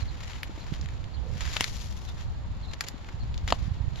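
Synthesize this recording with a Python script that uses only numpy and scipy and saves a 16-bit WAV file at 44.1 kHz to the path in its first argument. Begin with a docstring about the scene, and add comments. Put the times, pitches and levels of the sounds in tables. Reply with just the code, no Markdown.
"""A gloved hand strips young shoots from a small tree, close to the microphone.
Leaves rustle from the start; a green stem cracks at 0.4 s. The glove rubs as it grips (1.2 s), bark
fibres tear, and stems crack in a cluster (1.6 s). More tears and cracks follow near 2.8 s, then a
thick shoot breaks with a hollow pop (3.5 s). Throughout, wind buffets the microphone over a quiet
garden with faint, distant birds."""
import sys
import numpy as np
from scipy import signal
from scipy.fft import rfft, irfft
from scipy.io import wavfile

SR = 44100
rng = np.random.default_rng(int(sys.argv[2]) if len(sys.argv) > 2 else 0)


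def file_out(sig):
    """Save sig as 16-bit WAV at sys.argv[1]."""
    # one column per channel
    cols = np.atleast_2d(sig).T
    # limit, then scale
    lim = np.clip(cols, -1, 1)
    pcm = np.round(lim * 32767).astype(np.int16)
    wavfile.write(sys.argv[1], SR, pcm)


N = 176400
TIME_S = np.arange(N) / SR
FREQ_HZ = np.fft.rfftfreq(N, 1 / SR)


def amp(db):
    """dB to gain."""
    return 10 ** (np.asarray(db) / 20)


def unit(x):
    """Scale to rms 1."""
    return x / np.sqrt(np.mean(x ** 2) + 1e-20)


def pan(db):
    """Stereo gains for a left-minus-right level."""
    return unit(amp(np.array([[db], [-db]]) / 2))


def add(mix, t_s, sound):
    """Mix a sound in at t_s."""
    part = mix[:, max(round(t_s * SR), 0):][:, :sound.shape[-1]]
    part += sound[..., :part.shape[1]]


def bin_gains(spectrum, size):
    """Spectrum table to FFT bin gains."""
    hz, db = np.transpose(spectrum)
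    bins_hz = np.fft.rfftfreq(size, 1 / SR)
    return amp(np.interp(np.log(bins_hz + 1), np.log(hz), db))


def colour(noise, spectrum):
    """Shape noise to a spectrum, rms 1."""
    return unit(irfft(rfft(noise) * bin_gains(spectrum, N), N))


def high_pass(x, hz):
    """Remove the bass a small stem cannot radiate."""
    return signal.lfilter(*signal.butter(2, hz, "high", fs=SR), x)


def drift(hz):
    """Random motion up to about hz, rms 1."""
    return unit(irfft(rfft(rng.standard_normal(N)) / (1 + (FREQ_HZ / hz) ** 4), N))


def stereo_noise(correlation):
    """Two partly correlated white noises."""
    noise = rng.standard_normal((3, N))
    return np.sqrt(correlation) * noise[0] + np.sqrt(1 - correlation) * noise[1:]


def ring(hz, width_hz, delay_s=0):
    """Damped mode, gain 1 at resonance."""
    t = np.maximum(np.arange(2048) / SR - delay_s, 0)
    return 2 * np.pi * width_hz / SR * np.exp(-np.pi * width_hz * t) * np.sin(2 * np.pi * hz * t)


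def spray(decay_s, size=2048):
    """Dying cloud of tiny impulses, energy 1 per channel."""
    t = np.arange(size) / SR
    cloud = rng.standard_normal((2, size)) * np.sqrt(t) * np.exp(-t / decay_s)
    return cloud / np.linalg.norm(cloud, axis=1, keepdims=True)


LEAD_SAMPLES = 256


def fracture(body, splinter_db):
    """First fibres go, then the break, then splinters and scatter off leaves and ground."""
    splinters = spray(decay_s=0.002)
    scatter = amp(-4.5) * spray(decay_s=0.0093)
    after = amp(splinter_db) * (splinters + scatter)
    after[:, 0] += 1  # the break
    first_fibres = amp(splinter_db - 4.5) * spray(decay_s=0.0002, size=LEAD_SAMPLES)[:, ::-1]
    return signal.fftconvolve(np.hstack([first_fibres, after]), body[None], axes=1)


def crack(hz, width_hz, edge_db, splinter_db):
    """A stem gives: short ring plus a crisp edge of bursting cells; thinner stem, less bass."""
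    edge = amp(edge_db) * high_pass(spray(decay_s=0.00036)[0], hz=3660)
    body = high_pass(ring(hz, width_hz), hz / 2)
    return fracture(body + edge, splinter_db)


# Stem cracks: t/s, level/dB, f/Hz, width/Hz, edge/dB, pan/dB
CRACKS = [(.4320, 1, 2340, 1200, -13, 7), (0.432, -4, 4330, 800, -26, 13), (.4325, 1, 14100, 3000, -25, 9),
          (1.56414, 4.5, 1174, 500, -20, 1), (1.56733, 8.5, 2900, 1450, -24, 10),
          (1.5675, 4, 1240, 2550, -12, 10), (1.60803, 11, 2970, 760, -17, -6),
          (1.60893, 10.5, 2125, 430, -12, 13), (1.6087, 14, 9040, 1700, -17, 20),
          (1.60858, 7, 900, 700, -13, 5), (1.6376, -5, 4370, 1200, -18, -1),
          (1.6427, 7.5, 2100, 600, -11, 11), (1.6424, 7, 4350, 900, -16, 30),
          (2.8082, -3.5, 4680, 1900, -9, -2), (2.8086, 3, 2220, 1060, -6, 12),
          (2.8101, 6.5, 1620, 380, -15, 5), (2.885, -9.5, 2930, 1900, 3.5, 5.5)]
# Leaf and twig flicks: t/s, level/dB, f/Hz
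FLICKS = [(0.2057, -14.5, 3680), (0.334, -16, 2900), (0.362, -16.5, 2400), (0.7394, -11, 3370),
          (0.8128, -13, 5200), (.8594, -14.5, 2650), (.8880, -14.5, 2840), (1.0422, -17.5, 3350),
          (1.4761, -8, 1730), (2.7357, -14.5, 4030), (2.839, -18, 2700), (3.0458, -19.5, 2600),
          (3.089, -15, 2100), (3.343, -13.5, 4440), (3.3781, -11.5, 4400), (3.4777, -3.5, 1490),
          (3.4862, -6, 3270), (3.9587, -13.5, 4060)]


def stems():
    """Green stems crack; leaves and twigs flick."""
    out, lead_s = np.zeros((2, N)), LEAD_SAMPLES / SR
    for t_s, db, hz, width_hz, edge_db, pan_db in CRACKS:
        snap = crack(hz, width_hz, edge_db, splinter_db=-7.5)
        add(out, t_s - lead_s, amp(db) * pan(pan_db) * snap)
    for t_s, db, hz in FLICKS:
        flick = crack(hz, width_hz=1940, edge_db=-14.5, splinter_db=-4.5)
        add(out, t_s - lead_s, amp(db) * pan(db=7.4) * flick)
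    return out


# Pop of the thick shoot, then its faint, quick echo off hand or ground: t/s, level/dB
POP_AND_ECHO = [(3.5237, 0.5), (3.5277, -20)]
# Shoot modes: f/Hz, width/Hz, level/dB, delay/s
SHOOT_MODES = [(670, 145, 20.5, 0.00022), (893, 330, 16, 0.00023), (1272, 226, 19, 0.00066),
               (2935, 600, 12.5, 0.00062), (4460, 900, 6.5, 0.00091), (6900, 1000, -2, 0.0009)]


def thick_shoot():
    """Hollow pop and its echo; bright modes start later as the break runs through."""
    modes = sum(amp(db) * ring(hz, width_hz, delay_s) for hz, width_hz, db, delay_s in SHOOT_MODES)
    body = high_pass(modes, hz=500)
    out = np.zeros((2, N))
    for t_s, db in POP_AND_ECHO:
        add(out, t_s - LEAD_SAMPLES / SR, amp(db) * pan(db=5) * fracture(body, splinter_db=-15))
    return out


def crackle(rate_hz, spread_db, impact_share):
    """Tiny impacts of uneven size over a smooth scrape."""
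    sizes = amp(spread_db * np.minimum(rng.exponential(1, N), 5))
    hits = rng.random(N) < rate_hz / SR
    impacts = unit(sizes * hits * np.sign(stereo_noise(correlation=0.85)))
    scrape = stereo_noise(correlation=0.12)
    return np.sqrt(impact_share) * impacts + np.sqrt(1 - impact_share) * scrape


# Bark tears: t/s, length/s, level/dB, pan/dB
TEARS = [(1.406, 0.02, -39.5, 0), (2.732, 0.014, -40, 12), (2.8367, .016, -40, 2), (2.865, 0.033, -41, 8),
         (3.474, 0.026, -35.5, 7), (3.5016, 0.012, -29.5, 11)]
# Fibre spectrum: f/Hz, level/dB
FIBRE_SPECTRUM = [(100, -15), (500, -0.5), (1300, -3), (3300, -2), (9000, -5.5), (15000, -19)]


def tearing():
    """Runs of bark fibres part, starting abruptly and thinning out."""
    fibres = colour(crackle(rate_hz=1800, spread_db=4, impact_share=0.67), FIBRE_SPECTRUM)
    out = np.zeros((2, N))
    for t_s, length_s, db, pan_db in TEARS:
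        progress = np.clip((TIME_S - t_s) / length_s, 0, 1)
        envelope = np.minimum(progress / 0.11, 1) * (1 - progress) ** 0.49
        out += amp(db) * pan(pan_db) * envelope * fibres
    return out


# Hand strokes through foliage: peak t/s, rise/s, fall/s, level/dB, tilt/(dB/octave), pan/dB
STROKES = [(.01, 0.074, 0.042, -47, 0.5, 9.5), (.30, 0.18, 0.11, -47.5, 0, 8),
           (.70, 0.42, 0.33, -52, 0.5, 7.5), (1.413, 0.031, 0.15, -42.5, 0.5, 9),
           (1.61, 0.13, 0.05, -37, 3, 9), (1.72, 0.16, 0.25, -42, 6.5, 12.5),
           (2.09, 0.02, 0.011, -44.5, 2, 13), (2.212, 0.028, 0.014, -46, 0.5, 7.5),
           (2.72, 0.18, 1, -58, 0, 5.5), (3.088, 0.0052, 0.012, -45.5, -4, 3),
           (3.529, 0.034, 0.058, -44.5, 2, 9.5), (3.65, 0.26, 0.14, -55, 0.5, 15),
           (3.99, 0.084, .05, -51.5, 1, 8.5)]
# Leaf spectrum: f/Hz, level/dB
LEAF_SPECTRUM = [(60, -38), (300, -4.5), (700, 0.5), (1250, 4), (3500, 0.5), (6000, -0.5), (9000, -6),
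                 (15000, -10)]


def rustle():
    """Leaves slide over the glove and each other, swelling and fading with each stroke."""
    spectrum = rfft(colour(crackle(rate_hz=1800, spread_db=2.7, impact_share=0.7), LEAF_SPECTRUM))
    octaves = np.log2(np.clip(FREQ_HZ, 500, 7000) / 3000)
    out = np.zeros((2, N))
    for t_s, rise_s, fall_s, db, db_per_octave, pan_db in STROKES:
        swell = np.exp(np.minimum((TIME_S - t_s) / rise_s, (t_s - TIME_S) / fall_s))
        leaves = unit(irfft(spectrum * amp(db_per_octave * octaves), N))
        out += amp(db) * pan(pan_db) * swell * np.roll(leaves, rng.integers(N), axis=1)
    flicker_db = 2.43 * drift(hz=45)
    return out * amp(flicker_db)


# Glove rub while gripping: t/s, level/dB
GRIP = [(1.15, -71), (1.22, -54), (1.36, -55.5), (1.42, -74)]
# Hand and branch knocks: t/s, level/dB, f/Hz
KNOCKS = [(0.495, 4, 308), (0.577, 2.5, 305), (0.722, 8.5, 283), (.795, 1, 284), (1.607, 9, 270),
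          (2.942, 6.5, 252), (3.5238, 17.5, 266)]


def hand():
    """Low rub of the glove on the branch, and dull knocks."""
    rub = unit(signal.fftconvolve(rng.standard_normal(N), ring(hz=513, width_hz=94))[:N])
    grip_db = np.interp(TIME_S, *np.transpose(GRIP))
    out = np.tile(rub * amp(grip_db), (2, 1))
    for t_s, db, hz in KNOCKS:
        add(out, t_s, amp(db) * ring(hz, width_hz=90))
    return out


# Wind strength: t/s, relative level/dB
WIND_LEVEL = [(0, -38), (.2, -42.5), (.62, -44), (.72, -38), (.92, -36), (1.12, -40.5), (1.3, -33.5),
              (1.5, -40.5), (1.9, -40), (2.68, -40), (2.78, -48), (3.1, -44.5), (3.22, -35.5), (4, -37)]
# Side the wind strikes: t/s, pan/dB
WIND_PAN = [(0, -4), (.5, 4), (1.3, -18), (1.75, 3.5), (2.6, 0.5), (3.3, 2.5), (3.9, -11)]
# Turbulence spectrum: f/Hz, level/dB
WIND_SPECTRUM = [(12, -6), (27, -8), (55, 1.5), (100, -4), (150, -12), (220, -22.5), (330, -34.5),
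                 (2000, -89)]
# Eddies striking a port: t/s, level/dB, f/Hz, pan/dB
EDDIES = [(0.032, -20.5, 66.6, -17), (.725, -21, 125, -24), (1.357, -24, 99.6, -36), (3.447, -21, 68, 8),
          (3.682, -23.5, 133, -14), (3.72, -18.5, 87.6, -21), (3.813, -20.5, 79, -23),
          (3.88, -18.5, 90, -40)]


def wind():
    """Lumpy turbulence, separate at each microphone port, plus single stronger eddies."""
    pan_db = np.interp(TIME_S, *np.transpose(WIND_PAN))
    sides = amp(np.array([pan_db, -pan_db]) / 2)
    sides /= np.sqrt(np.mean(sides ** 2, axis=0))
    lumps_db = 2.34 * np.array([drift(hz=20), drift(hz=22.7)])
    rumble = colour(rng.standard_normal((2, N)) * amp(lumps_db), WIND_SPECTRUM)
    level_db = 4 + np.interp(TIME_S, *np.transpose(WIND_LEVEL))
    out = amp(level_db) * sides * rumble
    for t_s, db, hz, pan_db in EDDIES:
        cycles = (TIME_S - t_s) * hz
        pulse = np.sin(2 * np.pi * cycles) * np.exp(-(cycles / 0.5) ** 2)
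        out -= amp(db) * pan(pan_db) * pulse
    return out


# Distant bird notes: t/s, length/s, f/Hz, level/dB
CHIRPS = [(0, 0.022, 4250, -51), (0.07, 0.03, 4260, -54.5), (.595, .033, 4240, -56.5),
          (1.135, 0.019, 4260, -54), (1.163, 0.025, 3340, -60), (2.069, 0.035, 3770, -53),
          (2.625, 0.035, 4040, -54.5), (2.68, 0.03, 4060, -53), (3.194, 0.036, 4150, -56.5),
          (3.974, 0.032, 3820, -54)]


def birds(fall_hz=279, waver_hz=210):
    """Thin falling notes with a soft outdoor echo."""
    notes, waver = np.zeros((2, N)), drift(hz=200)
    for t_s, length_s, mid_hz, db in CHIRPS:
        progress = np.clip((TIME_S - t_s) / length_s, 0, 1)
        hz = mid_hz + fall_hz * (0.5 - progress) + waver_hz * waver
        envelope = 2 * np.sqrt(progress * (1 - progress))
        notes += amp(db) * envelope * np.sin(2 * np.pi * np.cumsum(hz) / SR)
    echo = signal.fftconvolve(notes, spray(decay_s=0.008, size=8192), axes=1)[:, :N]
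    return notes + amp(2.5) * echo


# Garden hush spectrum: f/Hz, level/dB
GARDEN_SPECTRUM = [(30, 6.5), (200, 8.5), (450, 1), (930, 3), (1300, -0.5), (2000, -12), (3000, -11),
                   (4300, -9), (6000, -21.5), (15000, -26.5)]


def garden():
    """Steady far-off outdoor hush."""
    level_db = -50.5 + 0.28 * drift(hz=11)
    return amp(level_db) * colour(stereo_noise(correlation=0.19), GARDEN_SPECTRUM)


def scene():
    """Sum of all sources at the microphone."""
    return stems() + thick_shoot() + tearing() + rustle() + hand() + wind() + birds() + garden()


# Left microphone port response: f/Hz, level/dB
LEFT_PORT = [(1000, 1.5), (3500, 2.5), (5500, -1.5), (6400, -4), (7300, -13.5), (8400, -20), (9600, -11),
             (10500, -13), (11400, -6), (13000, -16.5), (15000, -34)]
# Right microphone port response: f/Hz, level/dB
RIGHT_PORT = [(950, 1.5), (1250, -5.5), (1900, 9), (2700, 4), (6100, 0), (7000, 11.5), (7800, -5),
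              (8500, -18), (9500, -28), (11200, -6), (15000, -17.5)]


def record(dry, ceiling=0.9, cutoff_hz=15900):
    """Minimum-phase colour per port, soft clipping, band limit."""
    channels = []
    for sound, port in zip(dry, (LEFT_PORT, RIGHT_PORT)):
        log_gain = np.log(bin_gains(port, size=2048))
        mirrored = np.r_[log_gain, log_gain[-2:0:-1]]
        response = np.exp(np.conj(signal.hilbert(mirrored)))
        taps = np.fft.ifft(response).real[:len(log_gain)]
        channels.append(signal.oaconvolve(sound, taps)[:N])
    clipped = ceiling * np.tanh(np.array(channels) / ceiling)
    low_pass = signal.firwin(255, cutoff_hz, window=("kaiser", 9), fs=SR)
    return signal.oaconvolve(clipped, low_pass[None], "same", axes=1)


dry = scene()
out = record(dry)
file_out(out)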